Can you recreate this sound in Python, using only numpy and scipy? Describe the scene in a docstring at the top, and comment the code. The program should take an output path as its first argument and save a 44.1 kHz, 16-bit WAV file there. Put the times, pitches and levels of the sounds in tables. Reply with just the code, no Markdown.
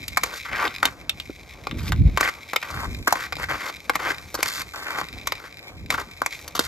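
"""A loose plastic puck rattles over gritty asphalt, with faint wheel rumble and wind around it.
Blade, puck or both then knock and clack, and a skater's blade scrapes over the grit, a few metres from a
hand-held phone. Random contacts ring banks of resonances for puck, wheels, blade and grit; shaped noise
and short slaps make the gusts at the two microphone ports, and a noise tail makes a short echo.
"""
import sys
import numpy as np
from scipy import signal
from scipy.fft import rfft, irfft, next_fast_len
from scipy.io import wavfile
from scipy.ndimage import uniform_filter1d

SR = 44100
rng = np.random.default_rng(int(sys.argv[2]) if len(sys.argv) > 2 else 0)


def unload_audio(sound):
    """Save the sound as a 16-bit wav file, at the path given as the first command line argument."""
    columns = np.transpose(np.atleast_2d(sound))
    # keep every value between -1 and 1, then stretch to whole-number steps
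    steps = np.round(np.clip(columns, -1, 1) * 32767)
    wavfile.write(sys.argv[1], SR, steps.astype(np.int16))


N = 294147

# Sliding puck, interpolated over time: start_s, rattle_db, grit_db
SLIDE = [(0.0, -39, -47.5), (.75, -40.5, -49.5), (.9, -52, -47), (1.07, -53, -66), (1.2, -42, -49.5),
         (1.6, -48, -56), (2.2, -45, -54), (2.95, -44, -48.5), (3.45, -43.5, -53), (4.25, -45, -47.5),
         (5.3, -40, -51.5), (5.85, -49.5, -58.5), (6.1, -44.5, -53), (6.29, -45.5, -52), (6.33, -30, -39.5),
         (6.41, -46.5, -45), (6.67, -60, -71)]
# Puck jolting over a stone: start_s, level_db
JOLTS = [(0.75, -17), (0.7622, -13), (0.7837, -18), (0.803, -26), (1.7954, -22.5), (1.88, -13.5),
         (2.498, -21.5), (2.9477, -16.5), (3.027, -23.5), (3.355, -16), (3.7673, -20.5), (4.146, -18),
         (4.1832, -17.5), (4.4054, -23), (5.0865, -17), (5.128, -20), (5.354, -20), (5.543, -28),
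         (5.571, -22), (5.592, -22), (5.628, -26), (5.861, -24), (6.391, -23)]
# Wind on the ports, interpolated over time: start_s, level_db
GUSTS = [(0.0, -40), (0.45, -51.5), (0.52, -36), (0.69, -50), (0.8, -47), (1.28, -45), (1.62, -44.5),
         (1.78, -28), (1.97, -15), (2.01, -6), (2.035, -21), (2.06, -7), (2.12, -29.5), (2.3, -49),
         (2.64, -54.5), (2.77, -31), (2.87, -30.5), (2.93, -31), (2.97, -35), (3.02, -33.5), (3.06, -48),
         (3.53, -39.5), (3.6, -57), (4.03, -44), (5.11, -51), (5.16, -35), (5.23, -43.5), (5.68, -52.5),
         (5.84, -32), (5.96, -39), (6.02, -39), (6.08, -52.5), (6.67, -43.5)]
# Knocks of blade, puck or both: start_s, knock_db, then crack_db, puck_db, edge_db (all re knock, before
# the mix gains), pitch_hz (the struck spot sets which blade modes are loudest)
KNOCKS = [(.081, -34.5, 17, 24, 23.5, 630), (.172, 0, -11.5, 0, -35, 1330),
          (.176, -7, -7.5, 0.5, -30, 1800), (.235, -7.5, -2, 9.5, -24, 1200),
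          (.539, -25, -30, -20, -13, 450), (.641, -9, -22, -12, -14, 1100),
          (0.653, -5.5, -27, 0.5, -13, 3700), (.669, -22, -20, -15, -10, 1900),
          (0.678, -14, -16, -17, 5, 2600), (0.829, 0.5, -17, -19, -8, 1720),
          (.854, -10, 2.5, 10.5, 13, 680), (1.095, -23, 6.5, 21.5, 27.5, 1000),
          (1.2, -30, 0, -1, 22.5, 1800), (1.297, -22.5, -34, -29, -25, 250), (1.67, -13, -17, 7, -29, 680),
          (1.712, -18.5, -27, -2, 5.5, 2000), (1.921, -7, -12, -28, -1.5, 1600),
          (2.174, 0, -16.5, -23, -8, 1350), (2.209, -1, -9, 1, -26, 960), (2.533, -10, -13, 0, -30, 1050),
          (2.561, -6, -7.5, 11, 6.5, 1660), (2.628, -9.5, -19.5, 2, -11, 3400),
          (3.074, -0.5, -16, -30, -27, 1870), (3.078, -1, -9.5, -24, -35, 1300),
          (3.125, 0.5, -8, -33, -35, 1170), (3.324, -15.5, -11, 9, -19, 1460),
          (3.328, -17.5, -17, 12, -23, 1300), (3.368, -22, -12, 14, -15, 890),
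          (3.896, -3, -13.5, 4.5, -34, 950), (3.955, -6, -8.5, 4, -27, 1040),
          (4.343, -6, -10.5, -35, -22, 1060), (4.351, -11, -4.5, -18, -21, 800),
          (4.39, -19.5, -15, -24, -4, 360), (4.429, -5, -0.5, 9, -8, 1230), (5.272, -11, -1, 10, -25, 1300),
          (5.322, -10.5, -10, 10.5, -28, 1130), (5.904, -5, -8.5, 7, -32, 1900),
          (5.945, -8.5, -23, -8, -25, 1700), (5.985, -14.5, -29, -17, -25, 1200),
          (6.218, -7, -14, -33, -37, 1000), (6.262, -13, -1, 9, -22, 1000), (6.479, -25.5, 3.5, 3, 4, 1300),
          (6.552, -15.5, -9, -29, 2, 840), (6.565, -22.5, 0, -20, 6, 970), (6.577, -18.5, -13, -20, 3, 750),
          (6.593, -4, -4, -36, 3.5, 980)]
# Blade dragged over asphalt: land_s, lift_s, scrape_db, swell_db (rise up to the lift), grit_db (re scrape)
STROKES = [(0.231, 0.385, -41.5, 5.5, -4), (0.454, 0.678, -36.5, 17, -17), (0.827, 0.885, -31.5, 2, -13),
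           (1.773, 1.898, -48.5, 11, -1.5), (2.194, 2.209, -36, 7, -12), (2.227, 2.299, -25, 1.5, -10),
           (2.62, 2.863, -40.5, 12, -10.5), (3.07, 3.121, -36, 1, -6.5), (3.152, 3.269, -34.5, 0.5, -8.5),
           (3.385, 3.448, -35, 4.5, -8), (3.489, 3.704, -34, 4, -8.5), (3.993, 4.122, -35.5, 14.5, -11.5),
           (3.931, 3.958, -46, 8, -10), (4.375, 4.409, -50, 18.5, -4), (4.452, 4.624, -36, 2.5, 1),
           (4.737, 4.848, -37.5, 2, -7), (4.855, 5.02, -33.5, 8, -12), (5.371, 5.485, -50, 11, -10),
           (5.902, 5.959, -33, 0.5, -6), (5.976, 6.02, -32, 1.5, -13), (6.313, 6.406, -52.5, 1, -7),
           (6.552, 6.585, -34.5, -13, 4), (6.606, 6.672, -40, -1, 3)]

# Resonances of each body: pitch_hz, width_hz, level_db (re the other modes)
PUCK_MODES = [(2185, 364, 12.5), (2465, 223, 15), (2534, 86, 14), (3830, 680, 4), (5090, 460, 4),
              (7220, 74, -2.5)]
GRIT_MODES = [(4184, 556, 7.5), (4920, 2900, 3.5), (8300, 2580, 5.5), (9730, 2780, 5.5), (10840, 2500, 3),
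              (13340, 2600, -4.5)]
WHEEL_MODES = [(165, 300, -7), (305, 124, 2.5), (675, 440, 2.5), (1070, 2200, -6.5)]
WIND_MODES = [(44.6, 28.8, -2.5), (77, 47.2, -0.5), (142.3, 83, -5.5), (204.6, 127, -12.5),
              (298, 92, -20.5)]
# Sharp slaps of air within a gust: pitch_hz, width_hz, level_db
BUFFET_MODES = [(181, 146, 0), (332, 287, -6)]
BLADE_MODES = [(300, 124, 0), (570, 248, -2), (937, 305, -0.5), (1171, 208, 2.5), (1409, 306, 2),
               (1680, 380, -0.5), (2070, 375, -1), (3220, 470, -10), (4740, 440, -15)]
# Hard blade edge: pitch_hz, width_hz, level_db
EDGE_MODES = [(2720, 240, 0.5), (3130, 270, -1.5), (3655, 245, 4), (5300, 150, -25), (7330, 140, -13)]
# Brittle top of the crack: pitch_hz, width_hz, level_db
SNAP_MODES = [(13000, 1530, 0)]

# Phase between the ports: pitch_hz, left_lead_rad
PORT_PHASE = [(0, 0), (900, -.2), (1500, -.7), (3000, -1.6), (5500, -.5), (6700, .2), (8400, 2.6),
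              (9500, 3.4), (12200, 6.3), (15000, 9.3)]
# Level between the ports: pitch_hz, left_minus_right_db
PORT_BALANCE = [(300, 1.5), (800, 2.5), (2400, 2.5), (4400, -2.5), (8000, 0.5)]

JOLT_GRIT_DB = -8
WHEELS_DB = -50.5
BUFFET_DB = -8  # slaps re gust
BUFFET_TOP_DB = -27.5  # slaps grow with the gust only up to this level; beyond it the gust deepens
CHATTER_T60_S, SPRAY_S = 0.032, 0.0059
SPOT_DB_PER_OCTAVE2 = 3  # blade modes away from the struck spot's pitch ring less
SPOT_DETUNE = 0.086  # the grip detunes the modes by this relative spread
LAND_DB, LAND_S = 8, 0.066  # the blade bites harder just after it lands
LIFT_DB, TRAIL_DB_PER_S = 15.5, 119  # the scrape drops at the lift, then trails away
HOPS_PER_S, HOP_S = 95, 0.0045  # mean skipping rate; decay time of each bite
SKIP_SHARE, SETTLE = 0.72, 0.55  # depth of the skipping; share of it lost along the stroke
GRIT_SWELL_DB = 3.5  # the hiss grows faster than the scrape as the blade gathers speed
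BEARING_LOW_HZ, BEARING_HIGH_HZ, BEARING_RAD = 1950, 7180, 1
ECHO_T60_S, ECHO_DB, ECHO_TOP_HZ = 0.091, -14, 4100
DIP_HZ, DIP_SHARE = 2880, 0.26  # the phone hears less here
TOP_HZ = 16600


def undb(db):
    """Turn decibels into an amplitude factor."""
    return 10 ** (np.asarray(db) / 20)


def unit(x):
    """Scale a sound to an RMS level of 1."""
    return x / np.sqrt(np.mean(x ** 2))


def curve(rows):
    """Read the columns of a timed table at every sample, with straight lines between rows."""
    s, *columns = np.transpose(rows)
    return [np.interp(np.arange(N) / SR, s, c) for c in columns]


def smooth_twice(x, size):
    """Average over a sliding window, twice, for soft corners."""
    return uniform_filter1d(uniform_filter1d(x, size=size), size=size)


def ring(x, modes):
    """A body: resonances side by side with alternating sign; a lone click peaks near 1."""
    def body(v):
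        total = 0
        for k, (hz, width_hz, db) in enumerate(modes):
            b, a = signal.iirpeak(hz, hz / width_hz, SR)
            total = total + (-1) ** k * undb(db) * signal.lfilter(b, a, v)
        return total
    return body(x) / np.abs(body(signal.unit_impulse(1 << 12))).max()


def clicks(per_s, spread_db, size=N):
    """Random contacts of either sign; a wide spread makes a few far stronger than the rest."""
    hit, strength, sign = rng.random((3, size))
    level = undb(-spread_db * np.log(1 - 0.98 * strength))
    return (hit < per_s / SR) * level * np.sign(sign - 0.5)


def walk(rate):
    """Random levels around zero, held 1 / rate s and slewed twice, with an RMS of 1."""
    hold = int(SR / rate)
    steps = np.repeat(rng.standard_normal(N // hold + 1), hold)
    return unit(smooth_twice(steps, hold)[:N])


def slide():
    """The two loose halves of the puck tick against each other over the bumps and kick up grit."""
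    rattle_db, grit_db = curve(SLIDE)
    ticks = clicks(380, 4.2) * undb(3 * walk(45))
    grit = unit(ticks) + 2 * clicks(4300, 0.55)
    rattle = ring(ring(ticks, [(2520, 4700, 0)]), PUCK_MODES)
    jolts = np.zeros(N)
    for start_s, level_db in JOLTS:
        # three contacts within a few milliseconds
        jolts[int(start_s * SR) + np.array([0, 40, 110])] += undb(level_db) * np.array([1, -0.45, 0.3])
    jolts = ring(jolts, PUCK_MODES) + undb(JOLT_GRIT_DB) * ring(jolts, GRIT_MODES)
    return undb(rattle_db) * unit(rattle) + undb(grit_db) * unit(ring(grit, GRIT_MODES)) + jolts


def wheels():
    """Soft wheels roll over coarse asphalt: dense contacts ring low, broad modes."""
    rumble = unit(ring(clicks(2000, 4), WHEEL_MODES))
    return undb(WHEELS_DB + 2.5 * walk(13)) * rumble


def wind():
    """Eddies in quick puffs that press now on one port, now on the other."""
    shared, own = rng.standard_normal((2, N))
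    sides = np.array([[1], [-1]])
    air = shared + 0.3 * own * sides
    eddies = ring(ring(air, [(88, 440, 0)]), WIND_MODES)
    gust_db = curve(GUSTS)[0]
    slap_db = BUFFET_DB + np.minimum(BUFFET_TOP_DB - gust_db, 0) + 4 * walk(40)
    slaps = undb(slap_db) * unit(ring(clicks(300, 3), BUFFET_MODES))
    puff_db = gust_db + 2.4 * walk(30) + 0.6 * walk(16) * sides
    return undb(puff_db) * (unit(eddies) + slaps)


def knocks():
    """Each is a first touch, one knock and a dying chatter of rebounds, into blade, edge, puck and grit."""
    blade, crack, puck, edge = np.zeros((4, N + SR))
    t = np.arange(SR // 8) / SR
    touch_lead = 30  # samples from the first touch to the knock
    for start_s, knock_db, crack_db, puck_db, edge_db, spot_hz in KNOCKS:
        fade = undb(knock_db - 60 * t / CHATTER_T60_S)
        push = 0.55 * clicks(450, 2.5, size=len(t))
        push[0], push[touch_lead] = 0.15, 1
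        # every knock spends its whole energy
        push = push / np.sqrt(np.sum((push * fade / fade[0]) ** 2))
        force = fade * push
        # a brief spray of grit swells and dies
        spray_shape = (1 - np.exp(-t / 0.0022)) * np.exp(-(t / SPRAY_S) ** 4)
        spray = rng.standard_normal(len(t)) * spray_shape * undb(knock_db)
        first = int(start_s * SR) - touch_lead
        at = slice(first, first + len(t))
        detune = 1 + SPOT_DETUNE * rng.standard_normal(len(BLADE_MODES))
        spot_modes = []
        for (hz, width_hz, db), d in zip(BLADE_MODES, detune):
            spot_db = db - SPOT_DB_PER_OCTAVE2 * np.log2(hz / spot_hz) ** 2
            spot_modes.append((hz * d, width_hz, spot_db))
        blade[at] += ring(force, spot_modes)
        puck[at] += force * undb(puck_db)
        edge[at] += force * undb(edge_db)
        crack[at] += (0.69 * force + 0.081 * spray) * undb(crack_db)
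    # the blade flexes, so its contact lasts a fraction of a millisecond
    blade = smooth_twice(blade, 7)
    rings = undb(2) * blade + undb(-5) * (ring(puck, PUCK_MODES) + ring(edge, EDGE_MODES))
    cracks = undb(9) * ring(crack, GRIT_MODES) + undb(6) * ring(crack, SNAP_MODES)
    return (rings + cracks)[:N]


def hop_bites():
    """The blade hops at uneven intervals, and each landing is a bite that dies fast."""
    gap, size = rng.random((2, N // 200))
    at = (np.cumsum(0.5 + gap) * SR / HOPS_PER_S).astype(int)
    hops = np.zeros(N)
    hops[at[at < N]] = 0.21 + size[at < N]
    decay = np.exp(-1 / (HOP_S * SR))
    return unit(signal.lfilter([1], [1, -decay], uniform_filter1d(hops, size=60)))


def drag():
    """The blade edge hops over the stones, catching at each landing; fine grit hisses under it."""
    scrape, hiss, skip = np.zeros((3, N))
    for land_s, lift_s, scrape_db, swell_db, grit_db in STROKES:
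        t = np.arange(int(land_s * SR), N) / SR
        done = np.clip((t - land_s) / (lift_s - land_s), 0, 1)
        db = scrape_db + swell_db * done + LAND_DB * np.exp(-(t - land_s) / LAND_S)
        db = db - (t > lift_s) * (LIFT_DB + TRAIL_DB_PER_S * (t - lift_s))
        skip[-len(t):] = SKIP_SHARE * (1 - SETTLE * done)
        scrape[-len(t):] += undb(db)
        hiss[-len(t):] += undb(db + grit_db + GRIT_SWELL_DB * (done - 1))
    scrape, hiss = uniform_filter1d([scrape, hiss], size=300)
    bite = 1 - skip + skip * hop_bites()
    catch = clicks(2300, 3.6) * undb(1.3 * walk(110)) * bite
    grit = clicks(6000, 5.5) * undb(1.5 * walk(70)) * bite + 0.3 * catch
    # the blade rolls between heel and toe, so low or high modes lead
    lean = np.pi / 4 * (1 + np.tanh(1.15 * walk(16)))
    heel = unit(ring(ring(catch, [(1050, 1000, 0)]), BLADE_MODES))
    toe = unit(ring(ring(catch, [(1800, 1000, 0)]), BLADE_MODES))
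    scraping = unit(np.cos(lean) * heel + np.sin(lean) * toe)
    hissing = unit(ring(grit, GRIT_MODES)) + undb(-3.5) * unit(ring(grit, EDGE_MODES))
    return scrape * scraping + hiss * hissing


def echo(near):
    """Ground, car and house front scatter a short echo, unlike at each port."""
    t = np.arange(SR // 4) / SR
    scatter = rng.standard_normal((2, len(t))) * undb(-60 * t / ECHO_T60_S)
    scatter = signal.sosfilt(signal.butter(1, ECHO_TOP_HZ, fs=SR, output="sos"), scatter)
    scatter = scatter / np.sqrt(np.sum(scatter ** 2) / 2)
    return undb(ECHO_DB) * signal.fftconvolve(near[None], scatter, axes=1)[:, :N]


def ports(x):
    """The phone body delays and shades the sound differently at its two ports."""
    size = next_fast_len(N)
    hz = np.fft.rfftfreq(size, 1 / SR)
    # each port takes half of the difference, in opposite directions
    half = np.exp(0.5j * np.interp(hz, *np.transpose(PORT_PHASE)))
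    half = half * undb(np.interp(hz, *np.transpose(PORT_BALANCE)) / 2)
    both = rfft(x, size) * np.array([half, 1 / half])
    # in the presence band the phase between the ports swings with the bearing of the source
    band = 1 / (1 + (BEARING_LOW_HZ / (hz + 1)) ** 8) / (1 + (hz / BEARING_HIGH_HZ) ** 16)
    swing = BEARING_RAD / 2 * walk(7) * np.array([[1], [-1]])
    rest, real, turned = (irfft(both * part, size)[:, :N] for part in (1 - band, band, 1j * band))
    return rest + np.cos(swing) * real + np.sin(swing) * turned


def scene():
    """Mix puck, wheels, knocks and scrapes through the ports, then add their echo and the wind."""
    near = slide() + wheels() + knocks() + drag()
    return ports(near) + echo(near) + wind()


def record(dry):
    """The phone loses the deep bass and the top and rounds the loudest peaks."""
    x = signal.sosfilt(signal.butter(4, 40, "high", fs=SR, output="sos"), dry)
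    x = x - DIP_SHARE * signal.lfilter(*signal.iirpeak(DIP_HZ, 6, SR), x)
    rounded = np.tanh(x) / 1.237
    x = signal.sosfilt(signal.butter(5, 15000, fs=SR, output="sos"), rounded)
    return signal.sosfilt(signal.ellip(8, 0.2, 70, TOP_HZ, fs=SR, output="sos"), x)


dry = scene()
out = record(dry)
unload_audio(out)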